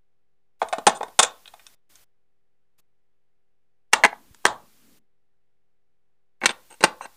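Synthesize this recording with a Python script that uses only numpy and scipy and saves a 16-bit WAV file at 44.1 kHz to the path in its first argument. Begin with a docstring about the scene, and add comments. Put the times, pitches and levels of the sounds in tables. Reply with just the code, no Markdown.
"""Hollow plastic knocks and scrapes over studs, then snaps home in quick clusters of cracks, three times over:
a toy house, a tuft of grass and a fence go onto a studded baseplate. Knocks and cracks are noise bursts and
struck modes, scrapes are dense clicks through the same modes, squeaks and thumps are short dying tones.
The baseplate and a small room ring on as dying noise, over faint hiss, soft rumble, a buzz and a noise floor.
The close microphone overloads on the snaps."""
import sys
import numpy as np
from scipy import signal
from scipy.fft import rfft, irfft
from scipy.io import wavfile
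from scipy.ndimage import uniform_filter1d

SR = 44100
rng = np.random.default_rng(int(sys.argv[2]) if len(sys.argv) > 2 else 0)


def store_pcm(level_fs):
    """Save levels as 16-bit WAV."""
    pcm = np.round(np.clip(level_fs, -1, 1) * 32767).astype(np.int16)
    wavfile.write(sys.argv[1], SR, np.atleast_2d(pcm).T)


N = 315756

# Spells of faint hiss: [from t/s, to t/s, level/dB]
HISS_SPELLS = [(0.597, 1.749, -59), (1.896, 2.042, -58.5), (2.783, 2.804, -61.5), (3.922, 4.988, -61.5),
               (6.409, 7.208, -60)]
# Colour of the hiss: [f/Hz, relative level/dB per Hz]
HISS_COLOUR = [(24, -30.5), (40, -1), (49, -14), (136, -13), (777, -16.5), (858, -18), (1100, -15.5),
               (8300, -17.5), (15500, -17.5)]
# Colour of the steady noise floor: [f/Hz, relative level/dB per Hz]
FLOOR_COLOUR = [(40, -1), (200, -14), (700, -16.5), (2000, -17.5), (6000, -30), (15500, -38.5)]
FLOOR_DB = -84
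# Very faint buzz that fills the quiet, as steady sines: [f/Hz, peak level/dB]
BUZZ = [(129.2, -88.5), (172.3, -90), (258.4, -93), (387.6, -86.5), (473.7, -90.5), (516.8, -92),
        (689.1, -96.5), (775.2, -94), (818.3, -99)]
# Fingers press the grass down: [t/s of the hardest push, level/dB]
PRESSES = [(4.21, -64.5), (4.33, -71), (4.599, -61.5), (4.9, -63)]
PRESS_SWELL_S = 0.1   # each push swells and eases over about this time
# Colour of the rumble under the fingers: [f/Hz, relative level/dB per Hz]
RUMBLE_COLOUR = [(60, -14.5), (130, -13), (240, -1), (400, -13), (800, -28.5), (3000, -47.5)]

# Echoes of the small room: [f/Hz, relative level/dB per Hz, t60/s]
ROOM_TAIL = [(150, -11, 0.3), (500, -13, 0.26), (1030, -9.5, .28), (2240, -13, 0.18), (3700, -15.5, .24),
             (9900, -16, 0.062)]
# Crowded modes of the baseplate: [f/Hz, relative level/dB per Hz, t60/s]
PLATE_MODES = [(298, -15, .28), (550, -7, 0.31), (858.5, -2, .26), (1202.7, -4, .3), (1450, -13.5, .22),
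               (2400, -24.5, 0.16), (3130, -25, .18), (3500, -15, .18), (5000, -27.5, 0.095),
               (7350, -24, .19), (10000, -34, .15)]
CUTOFF_HZ = 15400   # nothing much is heard above this

# The plate flexes under the push and thumps the table: [t/s, level/dB, f/Hz]
THUMPS = [(.871, -46, 180), (4.31, -40, 86), (4.454, -26.5, 184.3), (4.515, -54.5, 101.7), (6.84, -24, 195)]
# The fence squeaks on a stud: [t/s, level/dB before the room, f/Hz]
SQUEAKS = [(6.4155, -26, 2210), (6.436, -26.5, 2250), (6.458, -16, 2275), (6.492, -22, 3520)]

# When each piece is in the hand: (from t/s, to t/s)
HOUSE_TURN, GRASS_TURN, FENCE_TURN = (0, 3), (3, 6), (6, 8)
# What each hollow piece rings with: [f/Hz, relative level/dB]
HOUSE_MODES = [(226, -13.5), (457, 3.5), (657, -4), (753, -5), (836, -3.5), (1093, -1.5), (1209, -8),
               (1308, -5), (1399, -3.5), (1517, -0.5), (1821, -3.5), (2172, -6.5), (2499, 2), (3006, -6.5),
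               (3372, 1.5), (3586, 4), (3945, -3), (5354, -6.5), (5989, -4.5), (6532, -2.5), (6986, -2.5),
               (7728, -8), (8312, -5), (9041, 5)]
GRASS_MODES = [(404, -0.5), (474, -13), (679, -3), (836, 2.5), (948, 5.5), (1323, -2), (1592, 1),
               (1775, -2), (1958, -2.5), (2083, -5), (2234, -9), (2803, 0), (3297, -1), (4023, -7.5),
               (5568, -4), (6073, -5.5), (6532, -5), (7065, -10.5), (8082, -3), (8840, -2)]
FENCE_MODES = [(237, -8), (329, -5), (522, 1), (609, -11.5), (786, -1.5), (876, 2), (964, -4.5),
               (1060, -0.5), (1447, -5), (1561, -2), (1883, -6), (2019, -9.5), (2240, -9), (2725, 1),
               (3989, -4.5), (4315, -11.5), (6211, -1.5), (6774, -7), (7205, -13.5), (8476, 3)]
# Edges of the five bands that give a contact its tone: [f/Hz]
BAND_EDGES_HZ = [170, 500, 1200, 2500, 5000, 10000]
# Tone of each piece: [relative level/dB], one for each band from low to high
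HOUSE_TONE = [-2, 4.5, -1.16, -0.55, 1]
GRASS_TONE = [-7, 2.5, 5, -0.94, -0.4]
FENCE_TONE = [0.33, -0.84, 1, -0.47, -2]

# Rims sliding over studs: [start t/s, length/s, level/dB before the room, brightness/dB per octave]
SLIDES = [(.943, 0.04, -44.5, 8), (1.195, 0.01, -15, 1.5), (1.222, 0.012, -25.5, 3),
          (1.234, 0.0072, -23, -2), (1.472, 0.03, -60.5, 0), (1.535, 0.011, -55, -1),
          (1.665, 0.011, -55.5, 2.5), (3.926, .006, -29.5, 0.7), (4.44, 0.023, -41, -4.4),
          (6.416, 0.02, -37, -6), (6.478, 0.043, -38, -1), (6.695, .06, -49.5, 0.6),
          (6.81, 0.017, -38, -2.8), (7.004, 0.061, -43.5, -1.3)]
# Knocks on the studs while a piece is lined up: [t/s, level/dB before the piece's own gain, pitch f/Hz,
# focus/dB lost per octave away from the pitch, brightness/dB per octave]
TAPS = [(0.6165, -14.5, 950, 11.0, 0.8), (0.627, -22, 900, 3, -3.0), (0.686, -39, 8600.0, 3.0, -0.7),
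        (0.727, -17.5, 630.0, 12.0, 7.5), (0.732, -18.0, 700, 10.5, 5.5), (0.783, -25, 550, 2.0, -2),
        (0.893, -22.0, 740, 1.5, 0.2), (1.008, -21.5, 890, 7.0, -3.5), (1.0305, -23.5, 880, 4.0, -0.9),
        (1.082, -43.0, 684, -0.5, -2.5), (1.227, -20.0, 5950.0, 0.5, 1.16), (1.247, -23.5, 3530, 3, 0.2),
        (1.309, -51, 744, -1, -1.5), (1.457, -43, 3460, 17.5, -8.5), (1.477, -41.0, 3480, 11, -1.5),
        (1.538, -40.5, 680, 9, 4.9), (1.595, -48, 2000.0, 11.5, 0.5), (1.666, -41.5, 5900, 20.5, -11.5),
        (1.955, -48.5, 6650, 4.0, 3), (4.0615, -23, 660.0, 1.5, -0.1), (4.1285, -28.0, 880, 11.5, -2.7),
        (4.346, -47.5, 1010.0, -2, 1.5), (4.464, -17, 1534, -1.5, 0.4), (6.416, -30.5, 2250.0, 13, -7),
        (6.4355, -19, 1614, 6, -3), (6.444, -22.0, 410.0, 12, 8), (6.492, -20.5, 3560, 6, -4.5),
        (6.505, -26, 3400, 3.5, -1.5), (6.807, -29.5, 404, 0.0, -0.6), (6.828, -23.5, 763, -1, -1.1),
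        (7.009, -26.5, 853, 17.5, 2), (7.055, -31.5, 665, 9.5, 3)]
TAP_PLATE_DB = -23.5   # plate ringing relative to the strongest band of a tap
# Pieces snapping over the studs: [t/s, length/s, level/dB before the piece's own gain, pitch f/Hz,
# focus/dB lost per octave, brightness/dB per octave, plate ringing/dB relative to the strongest band]
SNAPS = [(.8675, 0.016, -7.5, 819.7, 2, 1.84, -23), (1.1905, 0.012, -8, 860.4, 1.5, 3.5, -30),
         (1.231, .002, -11, 7890, 3.5, 0.8, -24), (3.9325, 0.0086, -7.5, 2822, 1.5, 1.45, -10.5),
         (4.037, 0.0063, -6, 1741, 5, -1, -32.5), (4.0477, 0.01, -8, 2134, 2.5, -1.96, -31.5),
         (4.4525, 0.0029, -6, 1660, 0.5, -1, -7.5), (6.4572, 0.0036, -6.5, 2164, 2.5, 2.5, -18),
         (6.838, 0.0059, -3, 550, 5.5, 4, -17)]
CRACK_GAP_S, GAP_GROWTH = .0035, 1.2   # first gap between cracks; each gap is longer by this factor
SNAP_FADE_DB, CRACK_DULLING_DB = 10.5, 1.08   # lost at a snap's length; brightness/octave lost per crack


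def from_db(db):
    """Decibels to gain."""
    return 10 ** (np.asarray(db) / 20)


def unit(x):
    """Scale to an energy of one."""
    return x / np.sqrt(np.sum(x ** 2) + 1e-20)


def at_hz(points, hz):
    """Read a spectrum on a log-frequency axis."""
    points = np.array(points)
    return np.interp(np.log(hz), np.log(points[:, 0]), points[:, 1])


def filtered(x, hz, kind, order=2):
    """Causal Butterworth filter."""
    sections = signal.butter(order, np.clip(hz, 10, .45 * SR), kind, fs=SR, output="sos")
    return signal.sosfilt(sections, x + 1e-18)


def dying(t, t60):
    """Envelope that falls 60 dB in t60."""
    return np.exp(-np.log(1000) * t / t60)


def add(out, s, sound):
    """Mix a sound in at a time in seconds."""
    at = int(s * SR)
    out[at:at + len(sound)] += sound[:N - at]


def during(rows, turn):
    """The events that fall in one piece's turn."""
    return [row for row in rows if turn[0] <= row[0] < turn[1]]


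def noise(colour):
    """Steady noise of a given colour, rms one."""
    hz = np.maximum(np.fft.rfftfreq(N, 1 / SR), 1)
    spectrum = rfft(rng.standard_normal(N)) * from_db(at_hz(colour, hz))
    return unit(irfft(spectrum, N)) * np.sqrt(N)


def background():
    """Spells of hiss and swells of finger rumble over a steady buzz and noise floor."""
    t = np.arange(N) / SR
    spells = sum(from_db(db) * ((t > start) & (t < end)) for start, end, db in HISS_SPELLS)
    hiss = uniform_filter1d(spells, size=400) * noise(HISS_COLOUR)   # edges softened over 9 ms
    pushes = sum(from_db(db) * np.exp(-((t - s) / PRESS_SWELL_S) ** 2) for s, db in PRESSES)
    rumble = pushes * noise(RUMBLE_COLOUR)
    buzz = sum(from_db(db) * np.sin(2 * np.pi * (hz * t + rng.random())) for hz, db in BUZZ)
    return hiss + rumble + buzz + from_db(FLOOR_DB) * noise(FLOOR_COLOUR)


def diffuse(table, start_s=.005, build_s=0.0088):
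    """Crowded modes or echoes: noise that builds up, then dies band by band."""
    t = np.arange(SR * 3 // 4) / SR
    edges = np.geomspace(60, 16000, 25)
    build = np.clip((t - start_s) / build_s, 0, 1)
    table, out = np.array(table), 0
    for low, high in zip(edges, edges[1:]):
        hz = np.sqrt(low * high)
        band = filtered(rng.standard_normal(len(t)), [low, high], "band")
        tail = band * build * dying(t, at_hz(table[:, ::2], hz))   # columns f and t60
        width = np.sqrt(2 * (high - low) / SR)   # level per Hz to level of the band
        out = out + from_db(at_hz(table, hz)) * width * unit(tail)
    return out


def room(x, tail_db):
    """The direct sound with the diffuse echoes of the small room behind it."""
    return x + from_db(tail_db) * signal.fftconvolve(x, diffuse(ROOM_TAIL))[:N]


def microphone(x, knee_hz=9600, above_db=-15):
    """The close microphone's response steps down above the knee and keeps falling."""
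    below = filtered(x, knee_hz, "low", order=10)
    above = filtered(filtered(x, knee_hz, "high", order=10), 12000, "low")
    return below + from_db(above_db) * above


def pings(rows, t60):
    """Thumps and squeaks: each a single mode that starts at once and dies away."""
    out, t = np.zeros(N), np.arange(SR // 4) / SR
    for s, db, hz in rows:
        add(out, s, from_db(db) * np.sin(2 * np.pi * hz * t) * dying(t, t60))
    return out


def ringing(modes, ring_t60, damping=0.074, spread_db=3.5, detune=.012):
    """The modes of a hollow piece after one blow; the grip shifts their strength and pitch each time."""
    t = np.arange(SR // 5) / SR
    hz, mode_db = np.transpose(modes)[:, :, None]
    hz = hz * (1 + detune * rng.standard_normal(hz.shape))
    strength = from_db(mode_db + spread_db * rng.standard_normal(hz.shape))
    strength = strength * rng.choice([-1, 1], hz.shape)
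    t60 = ring_t60 * (hz / np.median(hz)) ** -damping   # plastic damps high modes sooner
    return np.sum(strength * np.sin(2 * np.pi * hz * t) * dying(t, t60), axis=0)


def slides(rows, modes, slips_per_s=2600, ring_t60=.016, uneven_db=4.0, lowest_hz=260):
    """A rim sticks and slips over the studs: dense tiny clicks into the modes, damped by the fingers."""
    out = np.zeros(N)
    for s, length, db, bright_db in rows:
        n = int(length * SR)
        slips = (rng.random(n) < slips_per_s / SR) * rng.choice([-1, 1], n)
        slips = slips * from_db(uneven_db * rng.standard_normal(n))
        tilted = [(hz, mode_db + bright_db * np.log2(hz)) for hz, mode_db in modes]
        rub = signal.fftconvolve(slips * signal.windows.tukey(n, .5), ringing(tilted, ring_t60))
        rub = filtered(rub, lowest_hz, "high")   # small shells give off no bass
        add(out, s, from_db(db) * np.sqrt(n) * unit(rub))
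    return out


def band_levels(tone, db, pitch_hz, focus_db, bright_db):
    """A piece's tone gathers around the pitch of the touched wall; a hard edge tilts it upwards."""
    edges = np.log2(np.array(BAND_EDGES_HZ) / pitch_hz)
    octaves = (edges[:-1] + edges[1:]) / 2   # band centres, counted from the pitch
    shape = np.array(tone) + bright_db * octaves - focus_db * np.abs(octaves)
    return db + 20 * np.log10(unit(from_db(shape)))


def touches(turn, tone, count=4):
    """A tap is one contact; a snap is a run of cracks that slow down, fade and dull."""
    rows = []
    for s, db, hz, *edge in during(TAPS, turn):
        rows.append((s, hz, *band_levels(tone, db, hz, *edge), TAP_PLATE_DB))
    for s, length, db, hz, focus_db, bright_db, plate_db in during(SNAPS, turn):
        late = 0
        for k in range(count):
            fade_db = min(SNAP_FADE_DB * (late / length) ** 2, 60)
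            dulled_db = bright_db - k * CRACK_DULLING_DB
            bands = band_levels(tone, db - fade_db, hz, focus_db, dulled_db)
            rows.append((s + late, hz, *bands, plate_db))
            late += CRACK_GAP_S * GAP_GROWTH ** k   # the studs give way one after another
    return rows


def wall(x, hz, lift_db=2.5, sharpness=6):
    """The wall that is touched favours the modes near its own pitch."""
    return x + from_db(lift_db) * signal.lfilter(*signal.iirpeak(hz, sharpness, fs=SR), x)


def coloured(x, band_db, air_db, bass_db=-25):
    """Causal equaliser that steers each band of a short sound to its energy."""
    spectrum, hz = rfft(x), np.maximum(np.fft.rfftfreq(len(x), 1 / SR), 1)
    curve = []
    for db, low, high in zip(band_db, BAND_EDGES_HZ, BAND_EDGES_HZ[1:]):
        energy = 2 * np.sum(np.abs(spectrum[(hz >= low) & (hz < high)]) ** 2) / len(x)
        gain_db = db - 10 * np.log10(energy)
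        curve += [(low * 1.15, gain_db), (high / 1.15, gain_db)]
    curve = [(70, curve[0][1] + bass_db)] + curve + [(11000, curve[-1][1] + air_db)]
    cepstrum = irfft(np.log(from_db(at_hz(curve, hz))), len(x))
    cepstrum[1:] *= 2 * (np.arange(1, len(x)) < len(x) / 2)   # minimum phase: nothing sounds early
    return irfft(spectrum * np.exp(rfft(cepstrum)), len(x))


def contacts(rows, modes, ring_t60, crack_t60, crack_db, rise_s, level_db, air_db, grain_db=4.5):
    """Each touch rings the piece's modes, cracks in a burst of tiny slips and sets the plate ringing."""
    out, t = np.zeros(N), np.arange(SR // 5) / SR
    blow = from_db(level_db) * np.sqrt(SR / 200)   # levels count over five milliseconds
    seating = 1 - np.exp(-t / rise_s)   # the force builds as the rim rides over a stud
    plate = unit(diffuse(PLATE_MODES))
    for s, pitch_hz, *band_db, plate_db in rows:
        grains = np.repeat(rng.standard_normal(len(t)), 24)[:len(t)]   # a new strength every 24 samples
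        crack = rng.standard_normal(len(t)) * from_db(grain_db * grains) * dying(t, crack_t60)
        ring = unit(ringing(modes, ring_t60) * seating)
        hit = ring + from_db(crack_db) * unit(crack * seating)
        add(out, s, blow * coloured(wall(hit, pitch_hz), band_db, air_db))
        add(out, s, blow * from_db(max(band_db) + plate_db) * plate)
    return out


def scene():
    """Three pieces go onto the plate in turn, close to the microphone in a small room."""
    house = contacts(touches(HOUSE_TURN, HOUSE_TONE), HOUSE_MODES, ring_t60=0.04, crack_t60=0.029,
                     crack_db=0.5, rise_s=0.00021, level_db=0.5, air_db=-2.5)
    grass = contacts(touches(GRASS_TURN, GRASS_TONE), GRASS_MODES, ring_t60=0.022, crack_t60=0.014,
                     crack_db=2.5, rise_s=0.00031, level_db=-0.5, air_db=1)
    fence = contacts(touches(FENCE_TURN, FENCE_TONE), FENCE_MODES, ring_t60=0.025, crack_t60=0.039,
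                     crack_db=3.0, rise_s=0.00046, level_db=-1.65, air_db=-1.5)
    house = house + slides(during(SLIDES, HOUSE_TURN), HOUSE_MODES)
    grass = grass + slides(during(SLIDES, GRASS_TURN), GRASS_MODES)
    fence = fence + slides(during(SLIDES, FENCE_TURN), FENCE_MODES) + pings(SQUEAKS, t60=0.046)
    toys = room(house, tail_db=-1.5) + room(grass, tail_db=-7.5) + room(fence, tail_db=-7.0)
    toys = toys + pings(THUMPS, t60=0.036)   # the thumps stay dry
    return (microphone(toys) + background())[None]


def record(dry, top=1.0, offset=-0.0013):
    """The input clips at its top level, the highest treble is cut and the signal sits slightly off zero."""
    clipped = np.clip(dry, -top, top)
    low_pass = signal.ellip(10, .1, 70, CUTOFF_HZ, fs=SR, output="sos")
    return signal.sosfilt(low_pass, clipped) + offset


dry = scene()
out = record(dry)
store_pcm(out)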